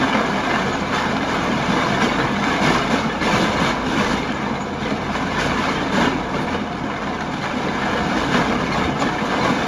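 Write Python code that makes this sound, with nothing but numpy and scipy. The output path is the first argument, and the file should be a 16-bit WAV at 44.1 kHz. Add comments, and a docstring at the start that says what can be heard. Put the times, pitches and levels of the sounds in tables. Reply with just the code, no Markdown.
"""A mobile screening plant, a big shaking sieve for rock, works some way off in an open quarry.
From the start diesel engines drone, an excavator's pump whines faintly and rock clatters in surges over
the steel deck. Large stones knock and clang, boulders make the panels boom, and at 0.7 s comes the first
of a few squeaks. The load thins near 4.5 s, the whine shifts as the excavator lifts its arm at 5.8 s, and
after another lull the rock is heavy again by 8 s. All along, heaps of waste rock scatter the clatter."""
import sys
import numpy as np
from scipy import signal
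from scipy.fft import rfft, irfft, next_fast_len
from scipy.io import wavfile
from scipy.ndimage import map_coordinates

SR = 44100
rng = np.random.default_rng(int(sys.argv[2]) if len(sys.argv) > 2 else 0)


def transcribe(u):
    """Save the signal u as a 16-bit wav file named by the first command-line argument.

    u: samples, shape (n,) or (channels, n), limited to [-1, 1]; the rate is SR.
    q: integer samples, one column per channel.
    """
    v = np.clip(np.atleast_2d(u).T, -1, 1)
    q = np.round(v * 32767).astype(np.int16)
    wavfile.write(sys.argv[1], SR, q)


N = 426447


def amp(db):
    """Turn decibels into a number to multiply by."""
    return 10 ** (np.asarray(db) / 20)


def unit(x):
    """Scale a sound to an average (rms) strength of 1."""
    return x / np.sqrt(np.mean(x ** 2) + 1e-20)


def along(points, hz):
    """Read between (frequency, value) points, spacing the frequencies by octaves."""
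    f, v = np.transpose(points)
    return np.interp(np.log(hz + 1), np.log(f + 1), v)


def curve(points):
    """Join (time, value) points with straight lines, one value a sample."""
    return np.interp(np.arange(N) / SR, *np.transpose(points))


def wobble(rate):
    """A smooth curve through `rate` random values a second."""
    return map_coordinates(rng.standard_normal(int(N * rate / SR) + 4), [np.arange(N) * rate / SR])


def coloured(x, db_at):
    """Turn each frequency up or down by db_at(frequency) decibels."""
    m = 2 * next_fast_len(N // 2 + SR // 4)
    cepstrum = irfft(np.log(amp(db_at(np.fft.rfftfreq(m, 1 / SR))) + 1e-6))
    cepstrum[1:m // 2] *= 2  # folded so that ringing follows a hit and never comes before it
    cepstrum[m // 2 + 1:] = 0
    return irfft(rfft(x, m) * np.exp(rfft(cepstrum)), m)[:N]


def shaped(x, tone):
    """Give a sound the tone of a (frequency, level) table."""
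    return coloured(x, lambda hz: along(tone, hz))


def add(track, s, sound):
    """Mix a sound into a track at s seconds."""
    start = max(round(s * SR), 0)
    track[start:start + len(sound)] += sound[:N - start]


def contacts(rate, spread_db):
    """Tiny hits of random size at random moments, about `rate` a second."""
    hit = rng.random(N) < rate / SR
    return hit * rng.choice([-1, 1], N) * amp(spread_db * np.clip(rng.standard_normal(N), -2, 2))


def swell(start, length, attack, release):
    """A volume that rises, holds and dies away; all times are in seconds."""
    t = np.maximum(np.arange(N) / SR - start, 0)
    return (1 - np.exp(-t / attack)) * np.exp(-np.maximum(t - length, 0) / release)


# How loud the exhaust is: (time [s], level [dB])
EXHAUST_LEVEL = [(0.0, -38), (0.54, -37), (0.97, -35.5), (1.78, -32.5), (2.26, -33.5), (4.15, -35.5),
                 (4.3, -38.5), (5.41, -31), (7.35, -38), (8.8, -32.5), (9.67, -39)]
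# The notes in its drone: (pitch [times the engine speed], relative level [dB])
EXHAUST_NOTES = [(3, -6.5), (5, -5.5), (8, -4.5), (10, -6), (12, -1.5), (15, 1.5), (18, -9)]
# The tone of the fans and belts: (frequency [Hz], relative level [dB])
FAN_TONE = [(10, -35), (28, -28), (45, -12), (62, -16), (85, -0.5), (105, -10), (200, 1.5), (400, -5),
            (1000, -4.5), (3000, -31), (9000, -74)]
def engines(crank_hz=17.35, drift_hz=0.1282, flutter_db=2.5, slip_turns=0.025):
    """Diesel exhaust drones in step with the turning engine, over the roar of fans and belts."""
    turns = np.cumsum(crank_hz + drift_hz * wobble(3)) / SR
    drone = np.zeros(N)
    for multiple, db in EXHAUST_NOTES:
        gain = amp(db + flutter_db * wobble(9))
        cycles = round(multiple) * (turns + slip_turns * wobble(11))  # higher notes come out rougher
        drone += gain * np.sin(2 * np.pi * (cycles + rng.random()))
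    roar = amp(-30) * unit(shaped(rng.standard_normal(N), FAN_TONE))
    return amp(curve(EXHAUST_LEVEL)) * drone + roar


# The notes in the whine: (pitch [times the pump's pitch], level [dB], change during the lift [dB])
PUMP_NOTES = [(2, -41, -5), (3, -43.5, 5), (4, -46, -2)]
def pump(pitch_hz=241.5, waver_hz=2.193, throb_hz=22.12, throb_depth=0.58, flutter_db=4.5):
    """The oil pump's pistons make a throbbing whine; its middle note stands out while the arm lifts."""
    turns = np.cumsum(pitch_hz + waver_hz * (wobble(3) + wobble(40))) / SR
    lift = swell(start=5.84, length=3.4, attack=.2, release=.3)
    throb = 1 + throb_depth * np.sin(2 * np.pi * np.cumsum(throb_hz + 2 * wobble(4)) / SR)
    whine = np.zeros(N)
    for multiple, db, lift_db in PUMP_NOTES:
        gain = amp(db + lift_db * lift + flutter_db * wobble(10))
        whine += gain * np.sin(2 * np.pi * round(multiple) * turns)
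    return throb * whine


# The layer of rock that always lies on the deck: (time [s], level [dB])
ROCK_LOAD = [(0.0, -21.5), (0.6, -22), (0.85, -24), (1.08, -22), (1.21, -25), (1.35, -22), (1.94, -20.5),
             (2.2, -23), (2.31, -24.5), (2.52, -21), (2.68, -20), (3.09, -25), (3.26, -27), (3.42, -24.5),
             (3.55, -19.5), (3.78, -25.5), (4.09, -23), (4.35, -27), (4.55, -28.5), (4.79, -30),
             (4.92, -28), (5.03, -28), (5.3, -24), (5.63, -22), (6.25, -28), (6.5, -28.5), (6.68, -30.5),
             (7.05, -29), (7.35, -28.5), (7.85, -24), (8.2, -22.5), (8.45, -21), (8.64, -24.5),
             (8.8, -22.5), (8.94, -27.5), (9.05, -24.5), (9.15, -25), (9.3, -22), (9.67, -21.5)]
# Fresh rock spilling onto it:
# (start [s], length [s], clatter [dB], boom against clatter [dB], grit against clatter [dB])
ROCK_SPILLS = [(0.0, 0.044, -22.5, -3, -18), (0.12, 0.033, -23, -7, -15), (0.468, 0.092, -26.5, 2, -16),
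               (.92, 0.075, -24, -16, -10), (1.28, 0.052, -29, -13, -7), (1.687, 0.11, -32.5, -7, -4.5),
               (1.78, 0.044, -24, -9, -16), (2, 0.047, -24, 4.5, -5), (2.18, 0.058, -25, 4.5, -13),
               (2.437, 0.09, -30.5, -4, -4.5), (2.608, 0.14, -20.5, 1, -9), (2.895, 0.067, -24.5, -2, -7),
               (3.21, 0.091, -21, -0.5, -9), (3.31, 0.12, -19.5, -1, -9), (3.593, 0.093, -22.5, -0.5, -8),
               (3.86, 0.13, -27, 2, -7.5), (3.964, 0.18, -26.5, 0, -6), (4.4, 0.066, -29.5, 1, -22),
               (4.8, 0.12, -31, 6, -8.5), (5.11, 0.07, -32.5, 3, -4), (5.378, 0.09, -22.3, -6, -8.5),
               (5.565, 0.17, -28.5, -17, -9), (5.916, 0.14, -22, 2.5, -10), (6.327, 0.064, -28, 4, -13),
               (6.463, 0.084, -27, -1, -12.5), (6.89, 0.04, -30, -10, -21), (7.005, 0.03, -28.5, -12, -15),
               (7.31, 0.03, -38, -1, -2.5), (7.408, 0.037, -28.5, -15, -7.5),
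               (7.562, 0.034, -36.5, -13, -2), (7.62, 0.053, -29, 2, -16), (7.773, 0.21, -26.5, -7, -17),
               (8.153, 0.053, -27.5, -8, -8), (8.311, 0.064, -20, 0.5, -12.5), (8.715, 0.08, -26, -3, -10),
               (8.987, 0.031, -23, -1, -9), (9.303, 0.048, -24, -11, -22), (9.43, 0.05, -25.5, -6, -8)]
def rock_flow():
    """The lying rock and the spills add up to three changing levels in dB: clatter, boom and grit."""
    load_db = curve(ROCK_LOAD)
    usual_db = load_db.mean()
    extra_db = load_db - usual_db
    clatter = amp(load_db - 1.5) ** 2
    boom = amp(usual_db - 1 + 0.7 * extra_db) ** 2
    grit = amp(usual_db - 13.5 + 0.98 * extra_db) ** 2
    for s, length, db, boom_db, grit_db in ROCK_SPILLS:
        power = (amp(db) * swell(s, length, attack=0.0084, release=0.053)) ** 2
        clatter += power
        boom += power * amp(boom_db) ** 2
        grit += power * amp(grit_db) ** 2
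    return 10 * np.log10([clatter, boom, grit])


# The tones of stones, grit and fine sand hitting the deck: (frequency [Hz], relative level [dB])
STONE_TONE = [(120, -32.5), (300, -10.5), (480, -5), (600, -4.5), (780, -3), (1000, -1.5), (1250, -2),
              (1700, -3), (2300, -9), (2900, -17.5), (3700, -17), (5000, -30), (9000, -64.5)]
GRIT_TONE = [(800, -26.5), (2200, 0), (3600, 0), (4800, -6.5), (7000, -9.5), (9000, -27.5), (10500, -20),
             (13400, -36), (14400, -46), (15200, -51)]
SAND_TONE = [(1500, -18), (5000, -0.5), (10500, -3), (13300, -8), (15000, -37)]
def shaking_deck(clatter_db, boom_db, grit_db, shake_hz=16.562):
    """Every shake throws the rock up; a thin load rattles most clearly in step with the deck."""
    throw = np.cos(2 * np.pi * (shake_hz * np.arange(N) / SR - .44))
    shake = throw * np.clip(0.5 - 0.079 * (clatter_db - clatter_db.mean()), 0, 2)
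    clumps = wobble(70)
    stones = amp(-4) * unit(shaped(contacts(rate=2200, spread_db=3), STONE_TONE))
    stones += amp(-6.5) * bars() + amp(-7) * clacks()
    stones *= amp(clatter_db + 1.4 * shake + 0.22 * clumps)
    grit = unit(shaped(contacts(rate=4000, spread_db=0.5), GRIT_TONE)) + amp(-5.5) * clinks()
    grit *= amp(grit_db - 0.46 + 1.1 * shake + 0.8 * clumps)
    # big spills carry more sand, so they sound brighter
    sand_db = grit_db - 22.5 + 0.71 * (grit_db - grit_db.mean())
    sand = amp(sand_db) * unit(shaped(contacts(rate=9000, spread_db=0), SAND_TONE))
    boom = amp(boom_db - 3.5) * unit(panels(contacts(rate=1800, spread_db=2)))
    return stones + grit + sand + boom


# How the sieve's bars and the chute walls ring: (pitch [Hz], width [Hz], relative level [dB])
BAR_RINGS = [(470, 95, -2.5), (697, 64, -0.5), (863, 44, -4), (1000, 47, -2), (1650, 170, -2.5),
             (2290, 105, -4), (2893, 65, -10), (3660, 320, -12)]
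def bars(uneven_db=2.0):
    """Each steel part rings as its own stones hit it, in fits and starts."""
    out = np.zeros(N)
    for hz, width, db in BAR_RINGS:
        ring = signal.lfilter(*signal.iirpeak(hz, hz / width, SR), contacts(rate=170, spread_db=3.5))
        ring = signal.sosfilt(signal.butter(2, [hz / 2, hz * 1.6], "band", fs=SR, output="sos"), ring)
        out += amp(db + uneven_db * wobble(11)) * unit(ring)
    return unit(out)


def clacks(rate=75, pitch_hz=1000, octaves=2.3, overtone=1.55, t60=0.061, spread_db=8):
    """Fist-sized stones clack with two short notes each; t60 is the seconds taken to fade by 60 dB."""
    out, t = np.zeros(N), np.arange(SR // 12) / SR
    for when, pitch, size, shape in rng.random((int(rate * N / SR), 4)):
        angle = 2 * np.pi * pitch_hz * 2 ** (octaves * (pitch - .5)) * t
        notes = np.sin(angle) - .5 * np.sin((overtone + .5 * shape) * angle)
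        add(out, when * (N - 1) / SR, amp(spread_db * size - 60 * t / t60) * notes)
    return unit(out)


def clinks(rate=170, pitch_hz=3200, octaves=2.3, t60=0.1):
    """Hard chips each ring briefly at their own pitch, the higher ones more softly."""
    out, t = np.zeros(N), np.arange(SR // 20) / SR
    for when, pitch, size in rng.random((int(rate * N / SR), 3)):
        hz = pitch_hz * 2 ** (octaves * (pitch - .5))
        fade = amp(8.7 * size - 14 * pitch - 60 * t / t60)
        add(out, when * (N - 1) / SR, fade * np.sin(2 * np.pi * hz * t))
    return unit(out)


# How the deck and hopper panels ring: (pitch [Hz], width [Hz], relative level [dB])
PANEL_RINGS = [(134, 21, -2.5), (167, 41, -11.5), (207.3, 32, 2.5), (257, 52, -1), (324, 29, -5),
               (438, 49, -6.5)]
def panels(blows):
    """Blows draw a hollow boom from the steel panels, which give off little deep bass."""
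    def db_at(f):
        power = sum(amp(db) ** 2 * (f * width) ** 2 / ((hz * hz - f * f) ** 2 + (f * width) ** 2)
                    for hz, width, db in PANEL_RINGS)
        given_off_db = along([(70, -20), (105, -10), (130, 5), (500, 3.5), (1200, -12.5)], f)
        return 10 * np.log10(power + 1e-12) + given_off_db
    return coloured(blows, db_at)


# The slow rise and fall of the rumble: (time [s], relative level [dB])
RUMBLE_LEVEL = [(0.0, -50), (0.35, -68), (4.15, -45), (4.66, -61), (6.27, -51), (7.54, -61), (8.0, -48),
                (9.67, -55)]
# The tone of the shaking ground: (frequency [Hz], relative level [dB])
GROUND_TONE = [(8, -21), (25, -10), (45, -2), (65, 1.5), (100, -4), (200, -25), (600, -62)]
def frame_rumble(boom_db):
    """The machine's frame rumbles on the ground, more so under heavy rock."""
    level_db = curve(RUMBLE_LEVEL) + 9 + 0.65 * (boom_db - boom_db.mean())
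    return amp(level_db) * unit(shaped(contacts(rate=400, spread_db=0), GROUND_TONE))


# Large stones striking steel:
# (time [s], strength [dB], splinters against strength [dB], clang level [dB], bar's pitch [Hz])
STONE_HITS = [(.026, -10, -27, -19, 1162), (.15, -2, -25, -24, 705), (.172, -4, -24, -24, 1060),
              (.21, -9, -25, -28, 1500), (.511, 1, -28, -17, 910), (.559, -3, -27, -16, 1000),
              (.929, -10, -28, -20, 1550), (.984, -10, -24, -15.5, 1786), (1.053, -8, -26, -21, 947),
              (1.167, -1, -23, -28, 1700), (1.23, -3.5, -28, -30, 1300), (1.295, -14, -25, -21, 1700),
              (1.835, -5, -27, -18, 650), (1.886, -5, -24, -32, 990), (2.006, -6, -26, -17, 996),
              (2.02, -4, -22, -19, 2030), (2.071, -12, -28, -18, 434), (2.112, -13, -27, -19, 1020),
              (2.185, -4, -27, -24, 1050), (2.2, -2, -27, -23, 1500), (2.254, -11, -29, -22, 1090),
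              (2.441, -3, -20, -25, 2250), (2.718, -8, -26, -28, 980), (2.941, -14, -26, -18, 465),
              (3.225, -16, -28, -36, 990), (3.353, -3, -24, -17, 976), (3.616, -3, -25, -34, 1000),
              (3.671, -6, -25, -21, 1291), (4.046, -5, -16, -34, 990), (4.109, -11, -24, -20, 1580),
              (4.322, -15, -7, -44, 990), (4.441, -18, -27, -26, 689), (4.463, -13, -27, -23, 861),
              (4.907, -10, -15, -25, 636), (5.151, -4.5, -23, -22, 1000), (5.391, -10, -22, -34, 1400),
              (5.502, -8, -29, -34, 760), (5.64, -7, -25, -18, 1205), (5.686, -17, -29, -21, 895),
              (6.012, -6, -23, -14, 977), (6.043, -14, -28, -15, 425), (6.344, -11, -29, -25, 556),
              (6.366, -14, -27, -19, 473), (6.515, -13, -27, -22, 818), (6.548, -22, -28, -20, 473),
              (6.729, -15, -15, -24, 730), (6.899, -11, -24, -28, 1450), (6.94, -14, -29, -29, 760),
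              (7.022, -12, -26, -30, 620), (7.072, -7, -32, -20, 1020), (7.097, -15, -28, -25, 468),
              (7.208, -9.5, -14, -28, 1980), (7.222, -11, -26, -24, 818), (7.337, -13, -18, -36, 990),
              (7.439, -9, -22, -27, 1410), (7.457, -4, -30, -18, 990), (7.509, -20, -30, -25, 514),
              (7.525, -17, -31, -20, 850), (7.649, -7, -27, -25, 900), (7.864, -8, -28, -38, 990),
              (8.161, -14, -26, -20, 424), (8.344, 0, -25, -23, 1060), (8.362, -3, -24, -22, 1400),
              (8.41, -8, -26, -23, 760), (8.476, -10, -27, -26, 700), (8.525, -4, -23, -20, 480),
              (8.599, -5.5, -29, -28, 980), (8.665, -13, -24, -26, 2210), (8.85, -10, -27, -18, 473),
              (9.021, -4, -17, -18, 1150), (9.325, -10, -26, -22, 760), (9.435, -7, -22, -28, 770),
              (9.449, -5, -24, -16, 1110), (9.618, -11, -25, -26, 1550)]
# The notes of a struck bar: (pitch [times the bar's pitch], relative level [dB], time to fade 60 dB [s])
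CLANG_NOTES = [(0.999, 0, 0.063), (1.08, -7, .05), (1.68, -14, 0.068), (2.3, -23, .06), (2.8, -15, .05)]
def knocks(crack_t60=0.034, splinter_t60=0.031, thud_t60=0.036, snap_t60=0.0047, snap_db=5, thud_db=-6.5):
    """A large stone lands with a snap and a crack, sheds splinters, rings a bar and thumps the deck."""
    cracks, splinters, thuds, clangs = np.zeros((4, N))
    t = np.arange(SR // 5) / SR
    for s, db, splinter_db, clang_db, hz in STONE_HITS:
        crack, splinter, thud = rng.standard_normal((3, len(t)))
        add(cracks, s, amp(db - 60 * t / crack_t60) * crack)
        snap_and_fade = amp(snap_db - 60 * t / snap_t60) + amp(-60 * t / splinter_t60)
        add(splinters, s, amp(db + splinter_db) * snap_and_fade * splinter)
        add(thuds, s, amp(db + thud_db - 60 * t / thud_t60) * thud)
        for ratio, note_db, t60 in CLANG_NOTES:
            fade = amp(clang_db + note_db - 60 * t / t60)
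            add(clangs, s, rng.choice([-1, 1]) * fade * np.sin(2 * np.pi * hz * ratio * t))
    return shaped(cracks, STONE_TONE) + shaped(splinters, GRIT_TONE) + panels(thuds) + clangs


# Boulders rolling over: (time [s], level [dB], panel's pitch [Hz])
BOULDER_ROLLS = [(.135, -17.5, 208), (1.05, -22, 236), (1.2, -21, 247), (1.679, -16.5, 204),
                 (2.125, -19, 250), (2.31, -20, 245), (2.61, -21, 226), (2.665, -19.5, 262),
                 (2.68, -24, 138), (2.9, -17, 226), (3.041, -17.5, 192), (3.335, -20.5, 130),
                 (3.6, -16, 196), (3.64, -25.5, 130), (3.981, -16.5, 198), (3.985, -31, 88),
                 (3.99, -27, 130), (4.095, -16.5, 236), (4.1, -31, 56), (4.42, -26, 236), (4.5, -20.5, 242),
                 (5.205, -21, 193), (5.925, -16, 193), (6.02, -23, 200), (6.05, -16, 290), (6.06, -24, 377),
                 (6.1, -23, 320), (6.135, -20.5, 257), (6.164, -26, 241), (6.35, -28, 290),
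                 (6.395, -23, 163), (6.825, -21, 260), (7.375, -27, 150), (7.555, -25, 269),
                 (7.685, -27, 279), (8.046, -18, 215), (8.147, -18, 301), (8.325, -22, 213),
                 (8.39, -24, 133), (8.465, -18, 240), (8.53, -19, 254), (8.84, -26, 85), (8.854, -16, 261),
                 (9.03, -19, 217), (9.329, -19.5, 230), (9.49, -16.5, 226), (9.564, -21.5, 239),
                 (9.62, -19.5, 239)]
def boulders(pitch_over_width=2.97):
    """Each boulder grinds over one panel, which booms around its own pitch."""
    out = np.zeros(N)
    roll = swell(start=0, length=0.023, attack=0.018, release=0.021)[:SR // 4]
    edge = 1 + .5 / pitch_over_width
    for s, db, hz in BOULDER_ROLLS:
        band = signal.butter(2, [hz / edge, hz * edge], "band", fs=SR, output="sos")
        boom = roll * signal.sosfilt(band, rng.standard_normal(SR))[-len(roll):]
        add(out, s, amp(db) * np.linalg.norm(roll) * boom / np.linalg.norm(boom))
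    return out


# Stones skidding on steel: (time [s], pitch [Hz], level [dB], half the length [s])
SKIDS = [(.737, 6804, -36, 0.016), (.806, 6837, -41, 0.0096), (1.287, 6500, -41, .012),
         (4.353, 6966, -44, .012), (4.62, 6900, -41, 0.02), (6.427, 9453, -52, .035),
         (6.427, 12050, -55, .02), (6.43, 14600, -64, .03), (9.009, 6910, -33, 0.013)]
def squeaks(waver_hz=160):
    """A sliding edge makes the steel sing for a moment at an unsteady pitch."""
    t, out = np.arange(N) / SR, np.zeros(N)
    drift = waver_hz * np.cumsum(wobble(600)) / SR
    for s, hz, db, half in SKIDS:
        out += amp(db) * np.exp(-((t - s) / half) ** 2) * np.sin(2 * np.pi * (hz * t + drift))
    return out


# How long the echo from the heaps lasts: (frequency [Hz], time to fade 60 dB [s])
ECHO_FADE = [(150, 0.36), (2000, 0.34), (10000, 0.18)]
def heap_echo(x, echo_db):
    """The sound itself plus a short echo off the heaps, which keeps changing as the stones move."""
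    out, step = x.copy(), SR // 32
    starts = range(0, N, step)  # each short slice of sound gets its own echo
    hz, t, noise = signal.stft(rng.standard_normal((len(starts), SR // 5)), SR, nperseg=256)
    fade = amp(-60 * t / along(ECHO_FADE, hz)[:, None])
    tails = signal.istft(noise * fade, SR, nperseg=256)[1]
    for start, tail in zip(starts, tails):
        echo = signal.fftconvolve(x[start:start + step], tail / np.linalg.norm(tail))
        add(out, start / SR, amp(echo_db) * echo)
    return out


def scene():
    """Rock and machines all reach one distant microphone."""
    clatter_db, boom_db, grit_db = rock_flow()
    rock = heap_echo(shaking_deck(clatter_db, boom_db, grit_db) + squeaks(), echo_db=-7)
    rock += heap_echo(knocks(), echo_db=-6.5)
    return (rock + boulders() + engines() + pump() + frame_rumble(boom_db))[None]


# Narrow ranges that the microphone picks up poorly: (frequency [Hz], width [Hz], level change [dB])
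MIC_DIPS = [(1420, 23, -3.5), (1916, 68, -13), (2660, 170, -2.5), (3306, 48, -11.5), (3910, 30, -12),
            (8300, 516, -19.5), (8190, 204, -45), (11980, 670, -9)]
def record(dry, top_hz=15050):
    """The microphone weakens a few narrow ranges and hears nothing above top_hz."""
    dips_db = lambda f: sum(db * np.exp(-((f - hz) / width) ** 2) for hz, width, db in MIC_DIPS)
    heard = coloured(dry[0], dips_db)
    m = next_fast_len(N + SR // 2)
    below_top = np.fft.rfftfreq(m, 1 / SR) < top_hz
    return irfft(rfft(heard, m) * below_top, m)[None, :N]


dry = scene()
out = record(dry)
transcribe(out)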